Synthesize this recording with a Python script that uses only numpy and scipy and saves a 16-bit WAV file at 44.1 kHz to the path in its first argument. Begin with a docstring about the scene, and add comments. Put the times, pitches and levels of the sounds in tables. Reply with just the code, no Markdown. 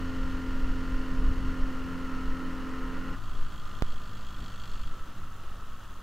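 """On board a motorboat with a four-stroke outboard: wind buffets the microphone, the wake hisses behind.
The engine first cruises, a firing hum over a mechanical roar. After a sudden change of scene it runs
slowly and keeps easing off: uneven knocks ring its cowl, and the shaft rasps and ticks on every turn.
Something flicks the microphone once."""
import sys
import numpy as np
from scipy import signal
from scipy.fft import rfft, irfft, next_fast_len
from scipy.io import wavfile
from scipy.ndimage import uniform_filter1d

SR = 44100
rng = np.random.default_rng(int(sys.argv[2]) if len(sys.argv) > 2 else 0)


def wav_out(sig):
    """Save sig, one row per channel (or a flat mono array), as 16-bit PCM at SR to the path in sys.argv[1]."""
    wavfile.write(sys.argv[1], SR, np.round(np.clip(np.atleast_2d(sig).T, -1, 1) * 32767).astype(np.int16))


N = 265746
TIME = np.arange(N) / SR
CHANGE_S, FLICK_S = 3.155, 3.8228
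CRUISE_HZ, SLOW_HZ = 43.5, 26.45  # engine cycle rates; one cycle = two shaft turns
LOST_HZ = 0.48 * np.maximum(TIME - CHANGE_S, 0) ** 1.65  # the slow run eases off ever faster
SPEED_HZ = SLOW_HZ - LOST_HZ


def gain_of(db):
    """Decibels to gain."""
    return np.exp(np.asarray(db) * np.log(10) / 20)


def unit_rms(x):
    """Scales to rms 1."""
    return x / np.sqrt(np.mean(x ** 2) + 1e-20)


def swell(x, centre, half_width):
    """Gaussian bump, peak 1."""
    return np.exp(-((x - centre) / half_width) ** 2)


def noise(spectrum):
    """Noise of rms 1 with the given spectral shape, rolled off above its last point."""
    size = next_fast_len(N, True)
    hz = np.fft.rfftfreq(size, 1 / SR)
    freq_hz, level_db = np.transpose(spectrum)
    shape = gain_of(np.interp(np.log(hz + 1), np.log(freq_hz + 1), level_db))
    shape /= np.maximum(hz / freq_hz[-1], 1) ** 2
    return unit_rms(irfft(shape * np.exp(2j * np.pi * rng.random(len(hz))), size)[:N])


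def drift(rate_hz, size=2048):
    """Slow random wander, rms 1."""
    hz = np.fft.rfftfreq(size, TIME[-1] / size)
    slow = irfft(rfft(rng.standard_normal(size)) * swell(hz, 0, rate_hz) * (hz > 0))
    return np.interp(TIME, np.linspace(0, TIME[-1], size), unit_rms(slow))


def steadied(x, span_s):
    """Divides out the running rms."""
    count = int(span_s * SR / 2)
    power = uniform_filter1d(uniform_filter1d(x ** 2, count), count)
    return x / np.sqrt(abs(power) + 1e-6)


def ring(x, modes):
    """Drives damped modes with x; output rms 1."""
    t = np.arange(2048) / SR
    response = np.zeros_like(t)
    for k, (freq_hz, width_hz, level_db) in enumerate(modes):
        envelope = gain_of(level_db) * np.sqrt(width_hz) * np.exp(-np.pi * width_hz * t)
        response += (-1) ** k * envelope * np.sin(2 * np.pi * freq_hz * t)
    return unit_rms(signal.oaconvolve(x, response)[:N])


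def tone(cycles, order, waver_db):
    """Wavering sine at a whole multiple (order) of the cycle rate, rms 1."""
    phase = 2 * np.pi * (round(order) * cycles + rng.random())
    return unit_rms(gain_of(waver_db * drift(4.6)) * np.sin(phase))


def strikes(cycles, phase):
    """One impulse per cycle at the given phase."""
    count = np.floor(cycles - phase)
    return np.diff(count, prepend=count[0])


def bursts(cycles, phase, decay):
    """One noise burst per period; phase and decay in periods."""
    return np.exp(-((cycles - phase) % 1) / decay) * rng.standard_normal(N)


# Microphone hiss spectrum: freq_hz, relative_db
HISS_SPECTRUM = [(100, 16), (400, 15), (1200, 0), (3000, -2.5), (7000, 3), (10000, 0.5), (15500, 1.5)]

def microphone_hiss(level_db=-61):
    """Independent self-noise in each channel."""
    return gain_of(level_db) * np.array([noise(HISS_SPECTRUM), noise(HISS_SPECTRUM)])


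# Churned water spectrum: freq_hz, relative_db
WAKE_SPECTRUM = [(150, 0.5), (330, 5), (500, 4), (750, 2.5), (1300, 1.5), (1800, -1.5), (2300, -10.5),
                 (3000, -2), (3800, -6), (4400, -10.5), (5000, -11.5), (5500, -12), (5950, -12.5),
                 (6500, -15.5), (9500, -24.5)]

def wake(cruising, fizz_db=1.2, width=0.023):
    """Churned water flickers as foam breaks; it thins with time, then with lost speed."""
    middle, side = noise(WAKE_SPECTRUM), width * noise(WAKE_SPECTRUM)
    cruise_db, slow_db = -55 - 0.7 * TIME, -54 - LOST_HZ
    level_db = cruising * cruise_db + (1 - cruising) * slow_db
    return gain_of(level_db + fizz_db * drift(28)) * np.array([middle + side, middle - side])


# Gusts: centre_s, half_width_s, buffet_db, flutter_db
GUSTS = [(.2, 0.05, -25.5, -57), (0.658, 0.14, -24, -49), (0.948, .06, -23.5, -42.5),
         (1.25, .13, -22, -31.5), (1.473, 0.044, -26, -34.5), (1.627, .06, -23.5, -60),
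         (2.29, 0.095, -28, -55), (3.4, 0.082, -23, -53), (3.923, 0.067, -24, -49),
         (4.41, 0.067, -51, -40.5), (4.85, 0.14, -26, -48.5)]

def wind_gains(cruising, lull_db=1.5, db_per_lost_hz=-1.44):
    """Buffet and flutter gains: an uneven breeze that drops with speed, plus gusts."""
    breeze_db = db_per_lost_hz * LOST_HZ + lull_db * drift(8.7)
    buffet = gain_of(breeze_db - 33 * cruising - 32 * (1 - cruising))
    flutter = gain_of(breeze_db - 45.5)
    for centre_s, half_width_s, buffet_db, flutter_db in GUSTS:
        gust = swell(TIME, centre_s, half_width_s)
        buffet = np.hypot(buffet, gain_of(buffet_db) * gust)
        flutter = np.hypot(flutter, gain_of(flutter_db) * gust)
    return buffet, flutter


# Wind spectra (deep buffeting at each speed, quicker flutter): freq_hz, relative_db
FAST_BUFFET_SPECTRUM = [(2, -31), (6, -2.5), (13, 0.5), (22, -4.5), (40, -13.5), (70, -25), (150, -48)]
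SLOW_BUFFET_SPECTRUM = [(2, -16), (7, 1.5), (12, -0.5), (20, -16.5), (40, -27.5), (70, -51), (150, -62)]
FLUTTER_SPECTRUM = [(20, -31), (38, -1.5), (55, 0.5), (78, -8.5), (125, -10.5), (200, -18), (350, -27.5),
                    (900, -51), (3000, -78)]

def wind(cruising, narrow_db=-16.5):
    """Eddies press on the microphone, larger and slower when the boat is slow."""
    buffet_gain, flutter_gain = wind_gains(cruising)
    eddies = cruising * noise(FAST_BUFFET_SPECTRUM) + (1 - cruising) * noise(SLOW_BUFFET_SPECTRUM)
    middle = buffet_gain * steadied(eddies, 0.3) + flutter_gain * steadied(noise(FLUTTER_SPECTRUM), 0.17)
    side = gain_of(-47.5) * noise(FAST_BUFFET_SPECTRUM) + gain_of(-62.5) * noise(FLUTTER_SPECTRUM)
    side *= gain_of(narrow_db * np.clip((TIME - FLICK_S) / 0.05, 0, 1))  # narrows after the flick
    return np.array([middle + side, middle - side])


def flick(rise_s=0.0001, snap_s=0.00006, push_s=0.0059, rebound_s=0.012, lag_s=0.00015):
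    """A tap on the microphone: snap, pressure push and slow rebound, left port first."""
    t = TIME - FLICK_S - np.array([[0], [lag_s]])
    after = np.maximum(t, 0)
    snap = 0.61 * np.exp(-abs(t) / snap_s)
    push = np.exp(np.minimum(t, 0) / rise_s) * (1 - after / push_s) * np.exp(-after / push_s)
    rebound = 0.2 * (after / rebound_s) ** 2 * np.exp(2 - 2 * after / rebound_s)
    return gain_of([[-17.5], [-11.5]]) * (snap + push - rebound)


# Mechanical roar spectrum: freq_hz, relative_db
ROAR_SPECTRUM = [(120, -11), (250, 2), (380, -8.5), (520, -4.5), (680, -14.5), (900, -8.5), (1350, -1.5),
                 (1600, -8.5), (1880, -6), (2350, -17), (2900, -10), (3700, -27.5), (6500, -42),
                 (9500, -40)]
# Thin metallic resonances: freq_hz, width_hz, relative_db
METAL_MODES = [(4330, 590, 5), (5540, 230, -1), (6410, 360, -1.5), (8000, 750, -8.5)]

def cruise_roar(cycles, throb=0.13, metal_db=-16, treble_hz=2500, treble_db_per_s=-0.96):
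    """Mechanical noise throbs with cycle and shaft, creeping up as its treble dulls."""
    beat = 1 + throb * (np.sin(2 * np.pi * cycles) + np.sin(4 * np.pi * cycles))
    roar = noise(ROAR_SPECTRUM) + gain_of(metal_db) * ring(rng.standard_normal(N), METAL_MODES)
    treble = signal.sosfiltfilt(signal.butter(4, treble_hz, "high", fs=SR, output="sos"), roar)
    roar += (gain_of(treble_db_per_s * (TIME - CHANGE_S / 2)) - 1) * treble
    return gain_of(-46.5 + 0.37 * TIME) * beat * roar


# Engine tones at cruise: order, level_db
CRUISE_TONES = [(4, -49), (5, -56), (7, -51.5), (8, -59.5), (10, -54.5), (11, -66.5), (12, -59), (13, -64),
                (22, -60.5), (23, -68.5), (24, -57), (27, -70), (28, -61.5), (30, -65), (31, -66),
                (32, -53.5), (33, -59.5), (34, -64.5), (42, -63)]

def cruising_engine(fade_s=0.5, fade_db=-3, whine_order=30):
    """Six-cylinder firing hum, fading shaft hum and one swelling whine, over the roar."""
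    cycles = np.cumsum(CRUISE_HZ * (1 + 0.00096 * drift(9))) / SR
    fade = np.clip(1 + (TIME - CHANGE_S) / fade_s, 0, 1)
    firing = gain_of(-38 - 0.52 * TIME + fade_db * fade) * tone(cycles, order=6, waver_db=0.34)
    shaft = gain_of(-42 - 4 * TIME) * tone(cycles, order=2, waver_db=1.24)
    whine_gain = gain_of(-52.5) * swell(TIME, 2.52, 0.6)
    tones = np.zeros(N)
    for order, level_db in CRUISE_TONES:
        gain = gain_of(level_db) + whine_gain * (round(order) == whine_order)
        tones += gain * tone(cycles, order, waver_db=1.5)
    return firing + shaft + tones + cruise_roar(cycles)


# Rasp resonances: freq_hz, width_hz, relative_db
SHAFT_RASP_MODES = [(2770, 220, -4), (2900, 100, -5.5), (3270, 120, 1.5), (4250, 180, -5), (4550, 75, -5),
                    (5320, 480, -9.5), (6800, 570, -7.5), (7940, 710, -11), (13400, 450, -18)]

def shaft_rasp(turns, shake, threshold_hz=25.24, fade_hz=0.07):
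    """One rasp per turn: builds up, then goes faint below a threshold speed."""
    loud_db = -58.5 - 3 * swell(TIME, CHANGE_S, 0.4) + 3.5 * shake
    faint_db = -70.5
    rasping = np.clip((SPEED_HZ - threshold_hz) / fade_hz + 0.5, 0, 1)
    scrapes = bursts(turns, phase=0.58, decay=0.32) * gain_of(0.99 * drift(26))
    return gain_of(rasping * loud_db + (1 - rasping) * faint_db) * ring(scrapes, SHAFT_RASP_MODES)


# Tick resonances: freq_hz, width_hz, relative_db
SHAFT_TICK_MODES = [(6350, 120, -1), (7220, 260, -4.5), (4500, 210, -6), (3380, 400, -3.5)]

def shaft_tick(turns, shake):
    """One bright tick per turn, louder as speed falls."""
    level_db = -73.5 + 1.5 * LOST_HZ + 4 * shake
    return gain_of(level_db) * ring(bursts(turns, phase=0.12, decay=0.076), SHAFT_TICK_MODES)


# Engine tones in the slow run: order, base_db
SLOW_TONES = [(4, -52.5), (5, -61.5), (6, -63.5), (7, -69.5), (8, -59.5), (9, -68), (10, -62), (12, -65),
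              (38, -71), (41, -70.5), (48, -71), (52, -65), (56, -66)]

def slow_tones(cycles, cowl_hz=1290, half_width_hz=60, lift_db=5.6):
    """Low orders die down with the throttle; high ones lift while crossing the cowl's main resonance."""
    load = (SPEED_HZ / SLOW_HZ) ** 7
    tones = np.zeros(N)
    for order, base_db in SLOW_TONES:
        resonance = swell(order * SPEED_HZ, cowl_hz, half_width_hz)
        gain = load if order < 20 else gain_of(lift_db * resonance)
        tones += gain_of(base_db) * gain * tone(cycles, order, waver_db=2.5)
    return tones


# Resonances of the heavy blow: freq_hz, width_hz, relative_db
HEAVY_BLOW_MODES = [(1025, 47, -4), (1215, 33, 2), (1288, 55, -1.5)]
# Tones that sing with it: order, relative_db
HEAVY_BLOW_TONES = [(45, -7.5), (46, -5.5)]

def heavy_blow(cycles, force, phase=0.42, rattle=0.42, first_db=-54, settled_db=-61.5, settle_s=1):
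    """One blow per cycle rings lower and longer, softening as the throttle eases."""
    level_db = settled_db + (first_db - settled_db) * swell(TIME, CHANGE_S, settle_s)
    blows = unit_rms(force * strikes(cycles, phase))
    chatter = unit_rms(bursts(cycles, phase, decay=0.085))
    thud = ring(blows + rattle * chatter, HEAVY_BLOW_MODES)
    singing = sum(gain_of(db) * tone(cycles, order, waver_db=1.5) for order, db in HEAVY_BLOW_TONES)
    return gain_of(level_db) * (thud + singing)


# Blows in each slow cycle: phase_cycles, relative_db
BLOWS = [(0.049, -4.5), (.24, 0), (.44, 0), (0.601, -4), (.77, 0), (.9, 2)]
# Cowl resonances: freq_hz, width_hz, relative_db
COWL_MODES = [(1027, 66, -10), (1326, 91, -0.5), (1530, 140, -6), (1810, 170, -9), (2780, 320, -9.5),
              (3230, 760, -13.5)]

def cowl_clatter(cycles, force, shake, rattle=1.3):
    """Six uneven blows per cycle ring the cowl; loose parts rattle after each."""
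    blows = force * sum(gain_of(db) * strikes(cycles, phase) for phase, db in BLOWS)
    chatter = sum(gain_of(db) * bursts(cycles, phase, decay=0.17) for phase, db in BLOWS)
    level_db = -53 - LOST_HZ + 1.5 * shake
    return gain_of(level_db) * ring(unit_rms(blows) + rattle * unit_rms(chatter), COWL_MODES)


def slow_engine(first_cycle_s=3.15, uneven_db=1.0, shake_hz=25.55, shake_half_width_hz=0.4):
    """The engine slows through a shaft resonance that lifts clatter, rasp and tick."""
    cycles = np.cumsum(SPEED_HZ * (1 + 0.0006 * drift(11))) / SR
    cycles -= np.interp(first_cycle_s, TIME, cycles)
    shake = swell(SPEED_HZ, shake_hz, shake_half_width_hz)
    force = gain_of(uneven_db * rng.standard_normal(N))
    knocking = cowl_clatter(cycles, force, shake) + heavy_blow(cycles, force)
    shaft = shaft_rasp(2 * cycles, shake) + shaft_tick(2 * cycles, shake)
    return knocking + shaft + slow_tones(cycles)


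def scene():
    """Engine in the middle, water and wind around it."""
    cruising = np.clip((CHANGE_S - TIME) / 0.014 + 0.5, 0, 1)  # 1 to 0 in a 14 ms crossfade
    engine = cruising * cruising_engine() + (1 - cruising) * slow_engine()
    return wake(cruising) + wind(cruising) + flick() + engine


def record(dry):
    """Adds microphone hiss, then low-passes at 15.75 kHz."""
    low_pass = signal.firwin(511, 15750, window=("kaiser", 9), fs=SR)
    return signal.oaconvolve(dry + microphone_hiss(), low_pass[None], "same")


dry = scene()
out = record(dry)
wav_out(out)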